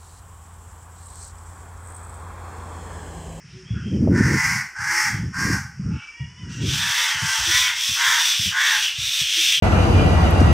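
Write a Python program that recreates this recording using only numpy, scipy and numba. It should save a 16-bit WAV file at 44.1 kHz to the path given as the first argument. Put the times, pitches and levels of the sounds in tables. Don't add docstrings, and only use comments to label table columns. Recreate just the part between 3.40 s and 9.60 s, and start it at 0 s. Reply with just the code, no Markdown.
import sys
import numpy as np
from scipy import signal
from scipy.fft import rfft, irfft, next_fast_len
from scipy.io import wavfile
from scipy.ndimage import uniform_filter1d
from numba import njit

SR = 44100
rng = np.random.default_rng(int(sys.argv[2]) if len(sys.argv) > 2 else 0)


def waveform_to_disk(signal):
    frames = np.transpose(np.atleast_2d(signal))
    scaled = np.clip(frames, -1, 1) * 32767
    samples = np.round(scaled).astype(np.int16)
    wavfile.write(sys.argv[1], SR, samples)


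N = 273420
T = np.arange(N) / SR

# start_s, swell_s, fade_s, top_pitch_hz, throat_hz, roughness (0 to 1),
# crow (0 or 1), level_db, open_beak_hz, beak_gain
NEAR_CAWS = [(0.695, 0.41, 0.13, 477.4, 960, 0.48, 0, -21, 2130, 3.2),
             (1.335, 0.28, 0.12, 466.5, 966, 0.43, 0, -19.5, 2004, 2.94),
             (1.915, .14, .16, 489, 986, 0.4, 0, -23.5, 1790, 2.07),
             (3.30, .33, 0.16, 486.7, 893, 0.37, 0, -23, 2030, 3.4),
             (3.73, .15, 0.21, 493.5, 952, 0.41, 0, -24, 2000, 1.3),
             (4.06, .15, .14, 562.7, 1160, 0.23, 1, -20.5, 2270, 4.2),
             (4.55, .13, .155, 530.3, 1064, 0.47, 1, -18, 1890, 1.5),
             (5.10, .15, .15, 499.2, 1020, 0.34, 1, -19, 1830, 3.8)]
# frequency_hz, level_db
CAW_TONES = [
    [(560, -35), (820, -10), (1150, -6), (1500, -1), (2050, -2.5), (2800, -16), (3850, -25.5), (4500, -9.5),
     (5600, -1), (7000, -10.5), (8600, -12.5), (10000, -18), (15500, -22.5)],
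    [(600, -28.5), (850, -7.5), (1050, -4.5), (1270, -5), (1550, 0), (2100, 0), (2750, -11), (3500, 5.5),
     (4100, -11.5), (5700, -0.5), (7000, -7.5), (10000, -17.5), (15500, -16)],
]
# start_s, swell_s, fade_s, level_db, throat_hz,
# sag (share of throat_hz lost by the end), treble_db, low_db
SCREECHES = [(3.08, 0.07, 0.12, -46, 2860, .05, 6.5, 3), (3.195, 0.38, 0.23, -24.5, 3490, 0.17, 2, 5.5),
             (3.73, 0.28, 0.11, -28, 3240, .1, 4.5, 12), (4.02, 0.15, 0.14, -23.5, 3600, 0.37, 4.5, -3),
             (4.31, 0.19, 0.15, -25, 3530, .25, 4, 4), (4.52, 0.091, .16, -28.5, 3350, 0, 2, 9),
             (4.70, 0.16, .12, -22, 3500, 0.12, 2, 3.5), (4.93, 0.1, 0.088, -23, 3500, 0.26, 2.5, -2),
             (5.16, 0.21, .17, -21.5, 3530, 0.38, -1, 0), (5.53, 0.24, 0.12, -23.5, 3650, 0.46, 1.5, -1),
             (5.829, 0.23, .15, -20, 3570, 0.23, 0, -4.5)]
# frequency_hz, level_db
SCREECH_TONE = [(600, -40.5), (1200, -24.5), (1700, -14.5), (2150, -12.5), (2600, -5.5), (2950, -6.5),
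                (3500, -8.5), (4250, -9.5), (5100, -7.5), (5900, -2), (6800, -12.5), (8200, -11),
                (9200, -18.5), (14500, -22)]
# start_s, length_s, throat_hz, filter_width_hz, level_db
DISTANT_CAWS = [(0.018, 0.22, 2840, 1800, -54.5), (.23, 0.15, 3330, 130, -49), (.33, 0.12, 1510, 320, -43),
                (0.38, 0.2, 3200, 130, -47.5), (0.21, 0.41, 2700, 500, -52), (1.63, 0.21, 3270, 440, -51),
                (2.5, 0.4, 2325, 57, -46.5), (1.4, 0.223, 1800, 1100, -55), (2.48, 0.15, 880, 72, -56),
                (2.48, 0.24, 2750, 530, -45.5), (2.38, 0.37, 1420, 460, -48.5),
                (3.02, 0.233, 1540, 410, -48.5)]
# time_s, pitch_hz, level_db
CLEAR_CALL = [(2.71, 456, -50), (2.8, 472.6, -44.5), (2.9, 488.6, -51), (3.0, 497.6, -50), (3.08, 483, -45),
              (3.14, 476, -50.5), (3.22, 476, -39)]
# pitch_multiple, level_db
CLEAR_OVERTONES = [(2, -4), (3, -18.5), (4, 3), (5, -5), (6, 6), (7, -7)]
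# start_s, length_s, top_pitch_hz, level_db
DISTANT_HOOTS = [(0.115, 0.13, 377, -49.5), (1.465, 0.18, 342, -45), (3.564, 0.067, 521, -48.5),
                 (4.056, 0.061, 342, -37), (5.962, 0.043, 335, -38.5)]
# start_s, swell_s, fade_s, level_db, upper_rumble_db
HAND_RUBS = [(0.0, 0.13, 0.4, -41, -29), (.31, 0.047, 0.1, -24, -17), (.39, 0.38, 0.12, -17.5, -0.5),
             (0.821, 0.091, .11, -18, -4), (1.0, 0.061, 0.24, -29, -20.5), (1.63, 0.22, 0.11, -24.5, -16),
             (1.941, .15, .11, -22.5, -4.5), (2.13, 0.082, 0.21, -33.5, -43),
             (2.371, 0.15, 0.09, -22, -15.5), (2.96, 0.11, 0.093, -32.5, -12),
             (3.12, 0.12, 0.17, -24, -7.5), (3.32, 0.082, 0.15, -34.5, -28)]
# frequency_hz, level_db
RUB_TONE = [(25, -21), (45, -17), (70, 1.5), (120, 7.5), (190, 1.5), (300, -12.5), (450, -25), (700, -47),
            (1200, -55), (2500, -77.5)]
# start_s, peak_db, pitch_hz, decay_s (time to fall 30 dB)
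FINGER_BUMPS = [(0.304, -16.5, 112, 0.023), (.674, -12.5, 418, 0.03), (0.806, -4.5, 171, 0.01),
                (1.386, -32.5, 120, 0.35), (1.785, -19, 113, 0.082), (2.393, -19, 146, 0.2),
                (2.797, -21, 119, 0.18), (3.029, -24.5, 123, 0.07), (3.275, -14.5, 110, .04),
                (3.745, -32.5, 111.9, 0.071), (3.82, -20.5, 127, 0.073), (3.979, -30.5, 84.5, 0.12),
                (4.071, -30, 115, 0.087), (4.136, -29, 96, 0.33), (4.489, -30, 128, 0.056),
                (4.67, -41, 119, .06), (4.992, -23.5, 122, 0.1), (5.058, -24, 120, 0.061),
                (5.58, -28.5, 96, 0.23), (5.809, -29, 116, 0.047), (6.165, -41, 109, 0.095)]
# frequency_hz, level_db
AIR_TONE = [(25, -10), (60, 11), (150, -6.5), (400, -5), (620, -14), (950, -9), (1900, 0.5), (2900, -7),
            (3900, -30), (4700, -5.5), (5450, 3.5), (6600, -10.5), (9500, -21), (14000, -53)]


def caws(throat_gain=2.28, middle_gain=0.95, middle_hz=1532, fray=1.19):
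    out = np.zeros(N)
    for start, swell_s, fade_s, top_hz, throat_hz, rough, crow, db, beak_hz, beak_gain in NEAR_CAWS:
        span, opening, closing = gesture(start, swell_s, fade_s)
        push = effort(opening, closing, attack=0.97, release=1.0, hold=1.28)
        size = len(push)
        pitch_hz = top_hz * (1 - 0.07 * opening - 0.14 * closing + 0.005 * wander(25, size))
        roughness = rough * (1 + fray * (opening + closing))
        pulses = voice_box(pitch_hz, roughness, rattle_db=2.5, sway=0.141, hiss=0.62)
        voice = colour(pulses, CAW_TONES[crow])
        throat = throat_gain * resonance(voice, throat_hz * (1 - 0.28 * closing), width_hz=150.0)
        middle = middle_gain * resonance(voice, np.full(size, middle_hz), width_hz=173.0)
        beak_bend = 1 - 0.25 * np.sqrt(opening) - 0.18 * closing
        beak = beak_gain * resonance(voice, beak_hz * beak_bend, width_hz=375.0)
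        body, treble = split(voice + throat + middle + beak, 2350)
        voice = (body + treble * push ** 0.42) / np.std(body)
        voice = soften_top(voice, 0.64 * push * (1 - opening), power=0.49, above_hz=10800)
        add_with_echo(out, span, voice * push * undb(db + wander(20.7, size)))
    return out


def rasping_crow(pitch_hz=620, roughness=0.78, gain_db=-2, full_force_db=-24):
    out = np.zeros(N)
    for start, swell_s, fade_s, db, top_hz, sag, treble_db, low_db in SCREECHES:
        span, opening, closing = gesture(start, swell_s, fade_s)
        push = effort(opening, closing, attack=0.76, release=0.84)
        size = len(push)
        throat_hz = top_hz * (1 - 0.052 * opening - sag * closing + 0.017 * wander(34.5, size))
        pulses = voice_box(pitch_hz * (1 + 0.04 * wander(18, size)), roughness, rattle_db=-1)
        voice = colour(pulses, SCREECH_TONE)
        ring = 2.7 * resonance(voice, throat_hz, width_hz=230.0)
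        ring += 0.29 * resonance(voice, 1.47 * throat_hz, width_hz=230.0)
        body, treble = split(voice + ring, 3950)
        low, middle = split(body, 1690)
        voice = (middle + low * undb(low_db)) / np.std(middle)
        voice += unit(treble) * undb(treble_db - 3 - 4 * closing)
        force = push * undb(min(db - full_force_db, 0))
        voice = soften_top(voice, force, power=0.66, above_hz=8800)
        add_with_echo(out, span, voice * push * undb(db + gain_db + 0.97 * wander(19.8, size)))
    return out


def voice_box(pitch_hz, roughness, rattle_db=4, sway=0.1362, hiss=1.0, group=6, puff_s=0.0079):
    size = len(pitch_hz)
    cycles = np.cumsum(pitch_hz) / SR
    beats = np.arange(1, int(cycles[-1]))
    pattern = rng.uniform(-1.13, 1, group)[beats % group]
    blur = np.interp(beats, cycles, np.minimum(roughness, np.ones(size)))
    chance = rng.uniform(-0.923, 1, (len(beats), 2)) * blur[:, None]
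    rattle = 2 * np.pi * beats / group
    strength = undb(rattle_db * np.cos(rattle) + 7 * chance[:, 0])
    shift = sway * np.sin(rattle) + 0.0973 * pattern + 0.1367 * chance[:, 1]
    place = np.interp(beats + shift, cycles, np.arange(size))
    near = np.round(place).astype(int)[:, None] + np.arange(-6, 7)
    clicks = strength[:, None] * np.sinc(near - place[:, None])
    pulses = np.bincount(np.clip(near, 0, size - 1).ravel(), clicks.ravel(), size)
    puffs = signal.lfilter([1], [1, -np.exp(-1 / (puff_s * SR))], np.abs(pulses))
    return unit(pulses) + hiss * roughness * unit(puffs * rng.standard_normal(size))


def far_crows(pitch_hz=480):
    out = np.zeros(N)
    for start, length_s, top_hz, width_hz, db in DISTANT_CAWS:
        span = (T > start) & (T < start + length_s)
        arch = np.sin(np.pi * (T[span] - start) / length_s)
        throat_hz = top_hz * (1 + 0.086 * (arch - 1))
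        voice = voice_box(pitch_hz * (1 + 0.079 * (arch - 1)), roughness=0.8)
        for _ in range(2):
            voice = resonance(voice, throat_hz, width_hz)
        out[span] += unit(voice) * arch * undb(db)
    return out


def clear_call(gain_db=-1, ramp_s=0.035):
    times, pitches, levels = np.transpose(CLEAR_CALL)
    pitch_hz = np.interp(T, times, pitches) * (1 + 0.0167 * wander(160, N))
    phase = 2 * np.pi * np.cumsum(pitch_hz) / SR
    voice = unit(sum(undb(db) * np.sin(multiple * phase) for multiple, db in CLEAR_OVERTONES))
    level_db = np.interp(T, times, levels) + gain_db + 3 * wander(24.97, N)
    gate = np.clip(np.minimum(T - times[0], times[-1] - T) / ramp_s + 0.5, 0, 1)
    return voice * undb(level_db) * gate


def hoots():
    out = np.zeros(N)
    for start, length_s, top_hz, db in DISTANT_HOOTS:
        arch = np.sin(np.pi * np.clip((T - start) / length_s, 0, 1))
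        pitch_hz = top_hz * (1 + 0.06 * (arch - 1))
        out += undb(db) * arch * unit(np.sin(2 * np.pi * np.cumsum(pitch_hz) / SR))
    return out


def hand_rubs(gain_db=-1.5, patchy_db=4):
    rumble = colour(rng.standard_normal(N), RUB_TONE)
    low, high = map(unit, split(rumble, 244.5))
    drag = undb(patchy_db * np.tanh(wander(44.88, N)))
    out = np.zeros(N)
    for start, swell_s, fade_s, db, upper_db in HAND_RUBS:
        span, opening, closing = gesture(start, swell_s, fade_s)
        press = effort(opening, closing, attack=1.2, release=1.52)
        crest = np.max(unit(press))
        deep, upper = (unit(part[span] * drag[span] * press) / crest for part in (low, high))
        out[span] += (deep + upper * undb(upper_db) * press ** 0.93) * undb(db + gain_db)
    return out


def finger_bumps():
    out = np.zeros(N)
    t = np.arange(SR // 2) / SR
    for start, peak_db, hz, decay_s in FINGER_BUMPS:
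        burst = rng.standard_normal(len(t)) * undb(-30 * t / decay_s)
        band = signal.butter(3, [hz * 0.608, hz * 1.39], "band", fs=SR, output="sos")
        bump = signal.sosfilt(band, burst)
        bump *= undb(peak_db) / np.abs(bump).max()
        first = int(start * SR)
        out[first:first + len(t)] += bump[:N - first]
    return out


def surroundings(sound, smear_s=0.0025, low_decay_s=0.46, treble_decay_s=0.42):
    t = np.arange(SR) / SR
    delay_s = smear_s * (1 + np.tanh(wander(150.25, SR // 2 + 1)))
    leaves = irfft(np.exp(-2j * np.pi * np.cumsum(delay_s)), SR) * (t < 0.1)
    low, high = split(rng.standard_normal(SR), 6600)
    tail = low * undb(-60 * t / low_decay_s) + high * undb(-60 * t / treble_decay_s)
    walls = undb(-1.5) * unit(tail * np.minimum(t / 0.0089, 1))
    branches = undb(-12) * unit(rng.standard_normal(SR) * np.exp(-t / 0.0175))
    return signal.fftconvolve(sound, leaves + (walls + branches) / np.sqrt(SR))[:N]


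def air(level_db=-50.5, waver_db=1.5):
    parts = split(unit(colour(rng.standard_normal(N), AIR_TONE)), 3900)
    return undb(level_db) * sum(part * undb(waver_db * wander(8, N)) for part in parts)


def gesture(start, swell_s, fade_s):
    span = (T > start) & (T < start + swell_s + fade_s)
    t = T[span] - start - swell_s
    return span, np.clip(-t / swell_s, 0, 1) ** 2, np.clip(t / fade_s, 0, 1) ** 2


def effort(opening, closing, attack, release, hold=1):
    return (1 - opening) ** attack * (1 - closing ** hold) ** release


def add_with_echo(out, span, call):
    heard = surroundings(np.pad(call, (0, SR // 2)))
    first = np.argmax(span)
    out[first:first + len(heard)] += heard[:N - first]


def soften_top(voice, force, power, above_hz):
    body, top = split(voice, above_hz)
    return body + top * force ** power


@njit
def resonance(sound, centre_hz, width_hz):
    out = np.empty(len(sound))
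    band_state, low_state = 0.0, 0.0
    for i in range(len(sound)):
        step = np.tan(np.pi * centre_hz[i] / SR)
        damping = width_hz / centre_hz[i]
        band = (band_state + step * (sound[i] - low_state)) / (1 + step * (step + damping))
        band_state = 2 * band - band_state
        low_state += 2 * step * band
        out[i] = damping * band
    return out


def colour(sound, tone):
    hz, db = np.transpose(tone)
    size = next_fast_len(len(sound) + 2048)
    bins_hz = np.maximum(np.arange(size // 2 + 1) * SR / size, 1)
    gain = undb(np.interp(np.log(bins_hz), np.log(hz), db)) * np.minimum(bins_hz / hz[0], 1) ** 2
    return irfft(rfft(sound, size) * gain, size)[:len(sound)]


def split(sound, hz):
    low = signal.sosfiltfilt(signal.butter(4, hz, fs=SR, output="sos"), sound)
    return low, sound - low


def wander(rate_hz, size):
    step = max(int(SR / rate_hz), 1)
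    stairs = np.repeat(rng.standard_normal(size // step + 2), step)
    return unit(uniform_filter1d(stairs, step))[:size]


def undb(db):
    return 10 ** (np.asarray(db) / 20)


def unit(sound):
    return sound / np.sqrt(np.mean(sound ** 2) + 1e-18)


def scene(caw_db=-3.5, rasp_db=-1, far_db=-2):
    near = undb(caw_db) * caws() + undb(rasp_db) * rasping_crow()
    far = undb(far_db) * surroundings(far_crows() + clear_call() + hoots())
    mono = near + far + hand_rubs() + finger_bumps() + air()
    return np.array([mono, mono])


def record(dry, top_hz=15600):
    return signal.sosfilt(signal.ellip(10, 0.2, 80, top_hz, fs=SR, output="sos"), dry)


dry = scene()
out = record(dry)
waveform_to_disk(out)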